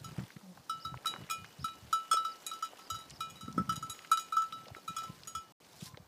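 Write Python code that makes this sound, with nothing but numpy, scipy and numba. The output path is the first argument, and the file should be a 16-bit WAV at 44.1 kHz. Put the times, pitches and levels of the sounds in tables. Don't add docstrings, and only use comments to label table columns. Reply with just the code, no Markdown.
import sys
import numpy as np
from scipy import signal
from scipy.io import wavfile
from scipy.ndimage import uniform_filter1d
from numba import njit

SR = 44100
rng = np.random.default_rng(int(sys.argv[2]) if len(sys.argv) > 2 else 0)


def persist_wave(psi):
    counts = np.round(np.clip(psi, -1, 1) * 32767).astype(np.int16)
    wavfile.write(sys.argv[1], SR, np.atleast_2d(counts).T)


N = 267687


def gain_of(db):
    return 10 ** (np.asarray(db) / 20)


def evened(x):
    return x / np.sqrt(np.mean(x ** 2) + 1e-20)


def along(rows, t):
    s, *columns = np.transpose(rows)
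    return [np.interp(t, s, c) for c in columns]


def add(mix, s, sound):
    part = mix[max(round(s * SR), 0):][:len(sound)]
    part += sound[:len(part)]


def noise(db_of, patchy_db, size):
    frames = 4 * N // size + 5
    hz = np.fft.rfftfreq(size, 1 / SR)
    real, imaginary, patches = rng.standard_normal((frames, len(hz), 3)).T
    patches = uniform_filter1d(patches, size=8, axis=0)
    patches = evened(uniform_filter1d(patches, size=8, axis=1))
    frame_s = np.arange(frames) * size / 4 / SR
    level_db = db_of(hz[:, None], frame_s) + patchy_db * patches
    spectra = (real + 1j * imaginary) * gain_of(level_db)
    return signal.istft(spectra, nperseg=size, noverlap=3 * size // 4)[1][:N]


def colour(points, hz):
    f, db = np.transpose(points)
    return np.interp(np.log(hz + 1), np.log(f + 1), db)


def burst(hz, ratio, t60, draw):
    edges = np.clip([hz / ratio, hz * ratio], 100, SR / 2.2)
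    band = signal.lfilter(*signal.butter(2, edges, "band", fs=SR), draw)
    t = np.arange(draw.shape[-1]) / SR
    fall = gain_of(-60 * t / max(t60, .002))
    return evened(band) * fall * (1 - np.exp(-t / 0.0006))


# (pitch_hz, relative level_db per Hz)
FIELD_COLOUR = [(60, -83.5), (140, -3.5), (250, -3.5), (1000, -7), (2750, -19.5), (5000, -17), (10000, -26),
                (15000, -23)]
FIELD_DB, FIELD_PATCHY_DB = -63, 1.5


def field():
    wash = noise(lambda hz, s: colour(FIELD_COLOUR, hz) + 0 * s, FIELD_PATCHY_DB, size=1024)
    return gain_of(FIELD_DB) * evened(wash)


# (start_s, length_s, level_db at the start before scatter)
WIND_GUSTS = [(.02, .01, -48), (0.064, .061, -44), (0.187, .044, -36), (.244, 0, -46),
              (0.371, 0.0078, -41.5), (0.864, .035, -49), (0.922, 0.05, -43), (1.192, 0.044, -43.5),
              (1.419, 0.0026, -45.5), (1.598, 0.051, -42), (1.846, 0.0078, -46.5), (2.922, 0.054, -48.5),
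              (3.2, 0.066, -56.5), (3.433, 0.022, -44.5), (3.485, 0.031, -39.5), (3.581, 0.024, -29),
              (3.613, 0.0048, -43), (3.691, .066, -39), (3.778, 0.0075, -36.5), (3.813, 0.024, -46.5),
              (3.891, 0.0089, -49.5), (4.718, 0, -46.5), (4.893, 0.01, -44), (5.103, 0.00061, -45),
              (5.372, 0.012, -52.5), (5.829, 0.0056, -35), (5.852, 0.11, -54), (5.94, 0.0079, -48),
              (6.004, 0.0077, -50)]
EDDY_GAP_S, EDDY_JITTER_S = 0.016, .003
GUST_FADE_DB_PER_S, EDDY_SCATTER_DB = -107, 2.4
EDDY_HZ, EDDY_HZ_PER_DB = 146.8, 3
EDDY_SPREAD = .17
EDDY_EDGE = 0.17


def eddies():
    out, lag = np.zeros(N), np.arange(-800, 800) / SR
    draws = rng.standard_normal((len(WIND_GUSTS), 3, 8))
    phases = rng.random((len(WIND_GUSTS), 8))
    for (s, length, db), draw, phase in zip(WIND_GUSTS, draws, phases):
        for k in range(min(round(length / EDDY_GAP_S) + 1, len(phase))):
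            since = k * EDDY_GAP_S + EDDY_JITTER_S * draw[0, k]
            middle_hz = EDDY_HZ + EDDY_HZ_PER_DB * (db + 42.0)
            hz = middle_hz * np.exp(EDDY_SPREAD * draw[1, k])
            level_db = db + GUST_FADE_DB_PER_S * since + EDDY_SCATTER_DB * draw[2, k]
            angle = 2 * np.pi * (lag * hz + phase[k])
            wave = np.sin(angle) + EDDY_EDGE * np.cos(2 * angle)
            thump = np.exp(-(lag * hz / 0.79) ** 2) * wave
            add(out, s + since + lag[0], np.sqrt(2) * gain_of(level_db) * thump)
    return out


# (time_s, level_db)
RUMBLE_LEVEL = [(0, -53.5), (.27, -74), (.6, -70.5), (.85, -65), (1.9, -59.5), (2.0, -89), (2.88, -86),
                (2.93, -49.5), (3.05, -65), (3.4, -65.5), (3.45, -50.5), (3.9, -53.5), (4.0, -85.5),
                (4.4, -67), (4.5, -61.5), (5.5, -63.5), (5.8, -68), (6.07, -68)]
# (pitch_hz, relative level_db per Hz)
RUMBLE_COLOUR = [(30, -51), (60, 0), (100, 4), (170, 3), (280, -6.5), (700, -81.5)]


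def wind():
    t = np.arange(N) / SR
    rumble = evened(noise(lambda hz, s: colour(RUMBLE_COLOUR, hz) + 0 * s, 6.4, size=2048))
    lumps = evened(signal.lfilter(*signal.butter(1, 25, fs=SR), rng.standard_normal(N)))
    out = rumble * gain_of(along(RUMBLE_LEVEL, t)[0] + 3.25 * lumps)
    ragged = evened(signal.lfilter(*signal.butter(2, 250, fs=SR), rng.standard_normal(N)))
    out += eddies() * (1 + 0.2 * ragged)
    return signal.lfilter(*signal.butter(3, 66, "high", fs=SR), out)


# (pitch_hz, level_db, t60_s, the time to fall by 60 dB)
FAR_BELL_TONES = [(1030, -1, 0.4), (2320, -17, 0.092)]
# (start_s, level_db added to each tone)
FAR_BELL_STROKES = [(5.075, -54), (5.863, -55)]


def far_bell():
    out, t = np.zeros(N), np.arange(SR // 3) / SR
    tone = 0
    for hz, db, t60 in FAR_BELL_TONES:
        tone = tone + gain_of(db - 60 * t / t60) * np.sin(2 * np.pi * hz * t)
    for s, db in FAR_BELL_STROKES:
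        add(out, s, gain_of(db) * tone * (1 - np.exp(-t / 0.0015)))
    return out


# (time_s, low_db near 800 Hz, high_db near 4.5 kHz)
RUSTLE_LEVELS = [(0, -65.5, -63.5), (.2, -48.5, -62.5), (.45, -83.5, -68), (1.0, -57.5, -67.5),
                 (1.15, -48, -64), (1.4, -62.5, -66), (2.5, -57.5, -62), (3.3, -59, -68), (4.05, -59, -63),
                 (4.3, -62, -62.5), (4.72, -64, -68), (5.05, -57, -61.5), (5.5, -69, -71.5),
                 (5.75, -64.5, -63), (5.875, -65, -50.5), (5.895, -71, -61), (6.07, -77, -122)]
CRACKLES_PER_S, RUSTLE_PATCHY_DB = 730, 2.5


def rustle():
    def rustle_db(hz, s):
        low_db, high_db = along(RUSTLE_LEVELS, s)
        share = np.clip(np.log(np.maximum(hz, 1) / 800) / np.log(4450 / 800), 0, 1)
        treble_db = -7.5 * np.log2(np.maximum(hz / 5000, 1))
        bass_db = -9 * np.log2(np.maximum(350 / (hz + 1), 1))
        return low_db + share * (high_db - low_db) + treble_db + bass_db

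    sizes = gain_of(2.5 * np.minimum(rng.exponential(1, N), 4))
    crackles = sizes * (rng.random(N) < CRACKLES_PER_S / SR)
    tails = signal.oaconvolve(crackles, np.exp(-np.arange(600) / 60.))[:N]
    grain = evened(2.0 + tails)
    return gain_of(-13.5) * grain * noise(rustle_db, RUSTLE_PATCHY_DB, size=256)


# (time_s, level_db, pitch_hz at
GRASS_TICKS = [(0.192, -41.5, 1580), (0.304, -43.5, 1790), (0.365, -46, 1650), (0.412, -45.5, 1040),
               (0.575, -45.5, 950), (0.943, -38, 920), (0.975, -47.5, 2160), (1.048, -37, 1440),
               (1.139, -34, 1420), (1.162, -40, 1090), (1.238, -46.5, 2650), (1.291, -44, 1500),
               (1.444, -38.5, 1640), (1.452, -45.5, 2800), (1.685, -39.5, 2060), (2.141, -39, 520),
               (2.357, -48, 4400), (2.403, -50, 4320), (2.734, -43, 596), (3.098, -46, 5230),
               (3.106, -42.5, 5940), (3.111, -47, 3160), (3.527, -44.5, 4840), (3.949, -49.5, 2400),
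               (3.992, -43, 2320), (4.048, -39, 2040), (4.073, -47, 3660), (4.523, -42.5, 2670),
               (4.657, -44.5, 2420), (4.668, -41, 400), (4.683, -43.5, 4170), (4.683, -42.5, 720),
               (4.704, -43.5, 536), (4.749, -43.5, 1680), (4.764, -41, 450), (4.783, -45.5, 610),
               (5.021, -38.5, 610), (5.047, -46, 550), (5.235, -41.5, 3750), (5.945, -47, 1194),
               (5.975, -42, 550), (5.973, -44, 2940)]
TICK_T60_S = .018
CRUMB_DB = 3


def ticks():
    out = np.zeros(N)
    draws = rng.standard_normal((len(GRASS_TICKS), 2, 2000))
    for (s, db, hz), draw in zip(GRASS_TICKS, draws):
        crumbs = gain_of(CRUMB_DB * evened(uniform_filter1d(draw[1], size=50)))
        t60 = TICK_T60_S * np.sqrt(1 + 800 / hz)
        add(out, s - .001, gain_of(db) * burst(hz, 1.384, t60, draw[0] * crumbs))
    return out


# (time_s in the chirp, pitch_hz before the factor, relative level_db)
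CHIRP_VOICES = [
    [(0, 3240, 2), (.014, 4850, 11), (.024, 5130, 9), (.04, 4480, 16)],
    [(.022, 5600, -12), (.04, 5330, 8.5), (.06, 4980, 15.5), (.074, 4300, 15)],
]
# (start_s, level_db added to the voices, pitch factor)
BIRD_CHIRPS = [(.792, -65, 1.02), (1.588, -67.5, 1.02), (2.258, -67.5, 0.99), (2.81, -72, 0.99),
               (3.104, -72, 1.05)]


def bird():
    out = np.zeros(N)
    for (s, db, factor), draw in zip(BIRD_CHIRPS, rng.standard_normal((len(BIRD_CHIRPS), 4000))):
        for voice in CHIRP_VOICES:
            t = np.arange(voice[0][0], voice[-1][0], 1 / SR)
            hz, shape_db = along(voice, t)
            hoarse_db = 3.2 * evened(uniform_filter1d(draw, size=120))[:len(t)]
            tone = np.sin(2 * np.pi * factor * np.cumsum(hz) / SR)
            tone *= signal.windows.tukey(len(t), .2)
            add(out, s + t[0], gain_of(db + shape_db + hoarse_db) * tone)
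    return out


# (time_s, level_db added to the overtones, pitch_hz)
EWE_GRUNT = [(0.426, -53, 207), (.46, -57, 186.2), (.5, -51, 183), (.525, -56, 176), (.545, -68, 168)]
GRUNT_OVERTONES = [4.5, -17, -10]


def ewe():
    out, t = np.zeros(N), np.arange(EWE_GRUNT[0][0], EWE_GRUNT[-1][0], 1 / SR)
    db, hz = along(EWE_GRUNT, t)
    turns = np.cumsum(hz) / SR
    tone = 0
    for k, overtone_db in enumerate(GRUNT_OVERTONES):
        tone = tone + gain_of(overtone_db) * np.sin(2 * np.pi * (k + 1) * turns)
    add(out, t[0], gain_of(db) * tone * signal.windows.tukey(len(t), .2))
    return out


@njit
def ring(starts, fresh, poles, turn, fade, kept):
    out = np.zeros(starts[-1])
    for m in range(len(turn)):
        new, old, share = 0j, 0j, 0.
        for k in range(len(starts) - 1):
            old = new * (1 - share) + old * share
            size = max(abs(fresh[k, m]), kept[m] * abs(old))
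            aim = old + fresh[k, m] * max(1 - abs(old) / size, 1e-3)
            new, share = size * aim / abs(aim), 1.
            for n in range(starts[k], starts[k + 1]):
                out[n] += (new * (1 - share) + old * share).imag
                new, old = new * poles[k, m], old * turn[m]
                share = max(share * fade[m], 1e-12)
    return out


MODE_PITCHES = [1317, 1240, 1470, 2446, 2934, 3014, 3349, 5261, 8518, 3885, 4953, 5723, 6692, 6742, 7650,
                8076, 9010, 9380, 10665, 11052, 11232, 12300, 12750, 13400, 13540, 15030, 5110, 7160, 8800,
                9760]
# (wall family 0-12, level_db in the family, t60_s at damping 1)
MODE_SETTINGS = [(0, 0.5, 0.23), (0, -0.5, 0.033), (0, -10, 0.017), (1, -2, 0.32), (9, -3, 0.82),
                 (2, 5.5, 0.2), (3, 1, 0.13), (4, -6, 0.15), (4, -5.5, 0.071), (5, 5, 0.19), (6, 1, 0.2),
                 (6, 2, 0.11), (7, -4, 0.13), (7, 1, 0.17), (8, -1.5, 0.073), (10, -4, 0.19),
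                 (8, -5, 0.098), (8, -8.5, 0.11), (8, -9, 0.19), (8, -10.5, 0.15), (11, 0.5, 0.13),
                 (8, -6.5, 0.093), (12, -11.5, .1), (12, -5.5, 0.08), (8, -10, .09), (12, -9, 0.09),
                 (8, -2.5, 0.095), (8, -12.5, 0.14), (8, -7, 0.11), (8, -18, 0.048)]
# (start_s, low_family_db, upper_families_db, place across the wall, place along the wall,
# softness, damping by the wool as a factor on decay rate); places and softness run about -1 to 1
CLAPPER_BLOWS = [(0.043, -46.5, -64, -0.049, -0.0093, -0.24, 1.05),
                 (0.695, -33, -58, 0.18, -0.24, 0.69, 0.82), (0.849, -37.5, -69, 0.47, 0.5, 0.067, 0.86),
                 (1.0564, -27.5, -54.5, -0.075, 0.081, 0.49, 1.9),
                 (1.0685, -40, -54, 0.28, 0.63, -0.19, 0.87), (1.298, -38.5, -53.5, -0.44, 0.31, 0.18, 2.2),
                 (1.3084, -34, -48.5, -0.52, -0.0047, 0.014, 0.86),
                 (1.6425, -31, -56.5, -0.048, 0.17, 0.07, 1.3),
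                 (1.6812, -43.5, -67.5, 0.08, 0.6, 0.36, 0.82),
                 (1.9274, -25, -51.5, -0.00055, 0.068, 0.027, 0.86),
                 (2.113, -23, -52, -1.18, -1.3, -0.14, 1), (2.1288, -27, -48.5, -0.81, -0.8, 0.15, 0.75),
                 (2.169, -27, -56.5, 0.29, -0.091, 0.73, 0.86),
                 (2.248, -31.5, -59, 0.16, 0.038, 0.39, 0.91),
                 (2.4649, -49, -57.5, -0.082, 0.78, -0.76, 1.3),
                 (2.5128, -38, -61.5, 0.24, 0.22, 0.58, 1.1),
                 (2.534, -43, -62.5, 0.031, -0.068, 0.075, 0.86),
                 (2.6242, -31, -60.5, 0.18, -0.39, -0.29, 1.17),
                 (2.646, -39.5, -58.5, -0.13, -0.004, 0.19, 1.94),
                 (2.789, -54.5, -72, -0.17, -0.17, -0.15, 0.88),
                 (2.9009, -36, -57, 0.16, 0.067, -0.29, 0.97), (2.944, -38, -64, 0.16, -0.21, -0.3, 1.2),
                 (2.958, -47, -67, 0.48, 0.33, -0.27, 1.2), (2.987, -49, -70, 0.14, 0.11, -0.34, 1),
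                 (3.008, -52.5, -71.5, 0.28, 0.36, -0.057, 0.9),
                 (3.2052, -36, -54, -0.13, 0.22, 0.28, 0.74), (3.299, -61, -65, -0.77, -0.19, -0.31, 1.2),
                 (3.355, -66, -72, 0.17, 0.29, 0.22, 0.24), (3.409, -50.2, -67.5, 0.21, 0.27, -0.29, 0.46),
                 (3.478, -42.5, -77.5, 0.28, 0.17, 0.11, 1.45),
                 (3.578, -25, -69.5, -0.57, -1.04, 0.46, 1.82), (3.671, -56, -84, -0.21, -0.13, 0.22, 0.73),
                 (3.693, -25, -53.5, 0.05, -0.79, 0.31, 1.76),
                 (3.723, -34.5, -59, -0.12, -0.021, -0.055, 2.5),
                 (3.7568, -43, -59.5, 0.072, 0.21, -0.52, 1.7),
                 (3.8255, -36, -67, -0.044, -0.065, -0.58, 1.15),
                 (3.8967, -48.5, -65, 0.084, 0.97, -1.1, 0.28),
                 (3.932, -63, -71, -0.43, 0.041, -0.5, 0.034),
                 (4.1146, -18, -48.5, -0.099, 0.39, -0.36, 1.63),
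                 (4.1725, -29.5, -61.5, 0.57, 0.39, -0.56, 1.8),
                 (4.194, -45, -57, -0.31, 0.27, -0.54, 0.73), (4.3226, -32, -63, -0.064, 0.54, -0.01, 0.7),
                 (4.367, -23.5, -57, -0.2, -0.14, -0.29, 0.72),
                 (4.42, -29.5, -63, -0.13, 0.084, -0.31, 1.32), (4.524, -41, -65.5, 0.3, 0.047, 0.54, 0.58),
                 (4.7633, -46, -70, -0.13, 0.29, 0.056, 1.9), (4.8776, -36, -62, -0.1, 0.68, -0.35, 1.13),
                 (4.9642, -37, -55, -0.8, -0.47, -0.21, 0.57),
                 (4.983, -37, -56, -0.25, -0.036, 0.081, 0.76),
                 (5.0333, -40, -61, -0.13, -0.25, 0.18, 0.99),
                 (5.2728, -49.5, -63.5, -0.27, 0.1, -1.07, 0.83),
                 (5.3498, -35, -55, -0.67, -0.67, -0.088, 0.99)]
# (offset_db from the blow's upper level, slope_db per unit of place across,
# slope_db per unit of place along, slope_db per unit of softness)
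UPPER_FAMILIES = [(-6.5, -27, 23, 9), (-0.1, 14, -9.5, -5), (-1, -5.5, -7, -0.5), (-1, -17, -4, 23),
                  (5, 16, 12.5, 2.5), (2.5, 13.5, -7.5, -7), (4, 1, -3, -14.5), (-1.5, 3, -0.5, -8),
                  (-0.6, 9.5, -0.5, 2), (0.5, -3.5, 5.5, -10.5), (-2.6, 7.5, 6.5, -13), (3.5, 3, 1.5, -4.5)]
# (time_s, speed_m_per_s)
BELL_APPROACH = [(1.9, .25), (2.9, -.45), (4.2, -.3), (4.9, .15)]
SOUND_M_PER_S = 343
RISE_CYCLES = 3.17
HOLD_T60_S = .55
SCATTER_DB = 12
PARTNER_TURN = 0.44
SWING_S, SWING_DB_PER_KHZ = .12, 0.24
SHADOW_DB_PER_KHZ_S = -0.07
CHATTER_DB, CHATTER_HZ = 1, 154
RATTLE_DB = 2
CLACK_DB, CLACK_T60_S = -10, 0.097
CRACK_DB, CRACK_T60_S = -8, .009
KNOCK_HZ, KNOCK_DB, KNOCK_T60_S = 1560, -35.5, 0.11


def bell():
    hz, blows = np.array(MODE_PITCHES), np.array(CLAPPER_BLOWS)
    family, db, t60 = np.transpose(MODE_SETTINGS)
    family = np.round(family).astype(np.int64)
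    blow_s, damping = blows[:, :1], abs(blows[:, -1:])

    mean_db, *slopes_db = np.transpose(UPPER_FAMILIES)
    upper_db = blows[:, 2:3] + mean_db + blows[:, 3:6] @ np.array(slopes_db)
    family_db = np.hstack([blows[:, 1:2], upper_db])
    chance = rng.random((len(blows), 2, len(hz)))
    chance[:, 1, 1] = chance[:, 1, 0] + PARTNER_TURN
    scatter_db = SCATTER_DB * (2 * chance[:, 0] - 1) * (family == 8)
    swing = np.minimum(np.diff(blow_s, axis=0, prepend=-1) / SWING_S, 1) - .5
    shadow_db_per_khz = SHADOW_DB_PER_KHZ_S * (blow_s - N / SR / 2)
    treble_db = (shadow_db_per_khz + SWING_DB_PER_KHZ * swing) * hz / 1000
    level_db = family_db[:, family] + db + scatter_db + treble_db
    fresh = np.sqrt(2) * gain_of(level_db) * np.exp(2j * np.pi * chance[:, 1])

    felt = np.where(family == 0, damping, damping ** .4)
    doppler = 1 + along(BELL_APPROACH, blow_s)[0] / SOUND_M_PER_S
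    poles = np.exp(2j * np.pi * hz * doppler / SR) * gain_of(-60 * felt / t60 / SR)
    turn = np.exp(2j * np.pi * hz / SR)
    fade = np.exp(-hz / RISE_CYCLES / SR)
    kept = 1 - np.exp(-(t60 / HOLD_T60_S) ** 2)
    starts = np.append(np.round(blows[:, 0] * SR), N).astype(np.int64)
    out = ring(starts, fresh, poles, turn, fade, kept)

    pressed = np.repeat(np.append(0, damping), np.diff(np.append(0, starts)))
    shake = evened(signal.lfilter(*signal.butter(2, CHATTER_HZ, fs=SR), rng.standard_normal(N)))
    out *= gain_of(CHATTER_DB * np.maximum(pressed - 0.7, 0) * shake)
    upper = signal.sosfiltfilt(signal.butter(4, 2000, "high", fs=SR, output="sos"), out)
    rattle_db = RATTLE_DB * np.clip(pressed - 0.3, 0, 1) * shake[::-1]
    out += upper * (gain_of(rattle_db) - 1)
    return out + strikes(blows[:, 0], family_db, swing, damping)


def strikes(blow_s, family_db, swing, damping):
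    out = np.zeros(N)
    draws = rng.standard_normal((len(blow_s), 3000))
    clacks = burst(2450, 3.1, CLACK_T60_S, draws)
    clacks = clacks + 0.5 * burst(7900, 1.5, CLACK_T60_S, draws[:, ::-1])
    cracks = burst(10500, 1.9, CRACK_T60_S, np.roll(draws, 2, axis=0))
    clacks = clacks + gain_of(CRACK_DB - CLACK_DB + 10 * swing) * cracks
    knocks = burst(KNOCK_HZ, 1.23, KNOCK_T60_S, np.roll(draws, 1, axis=0)) * damping ** 2
    for s, levels_db, clack, knock in zip(blow_s, family_db, clacks, knocks):
        size = np.linalg.norm(gain_of(levels_db[2:])) * gain_of(CLACK_DB)
        add(out, s, size * clack + gain_of(levels_db[0] + KNOCK_DB) * knock)
    return out


def scene():
    background = field() + wind() + far_bell()
    nearby = rustle() + ticks() + bird() + ewe()
    return (background + nearby + bell())[None]


# (start_s, end_s)
SILENT_MOMENT = (5.523, 5.602)
EDGE_HZ = 15350


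def record(dry):
    t = np.arange(N) / SR
    live = dry * ((t < SILENT_MOMENT[0]) | (t > SILENT_MOMENT[1]))
    band_limit = signal.firwin(511, EDGE_HZ, window=("kaiser", 9), fs=SR)
    return signal.oaconvolve(live, band_limit[None], "same")


dry = scene()
out = record(dry)
persist_wave(out)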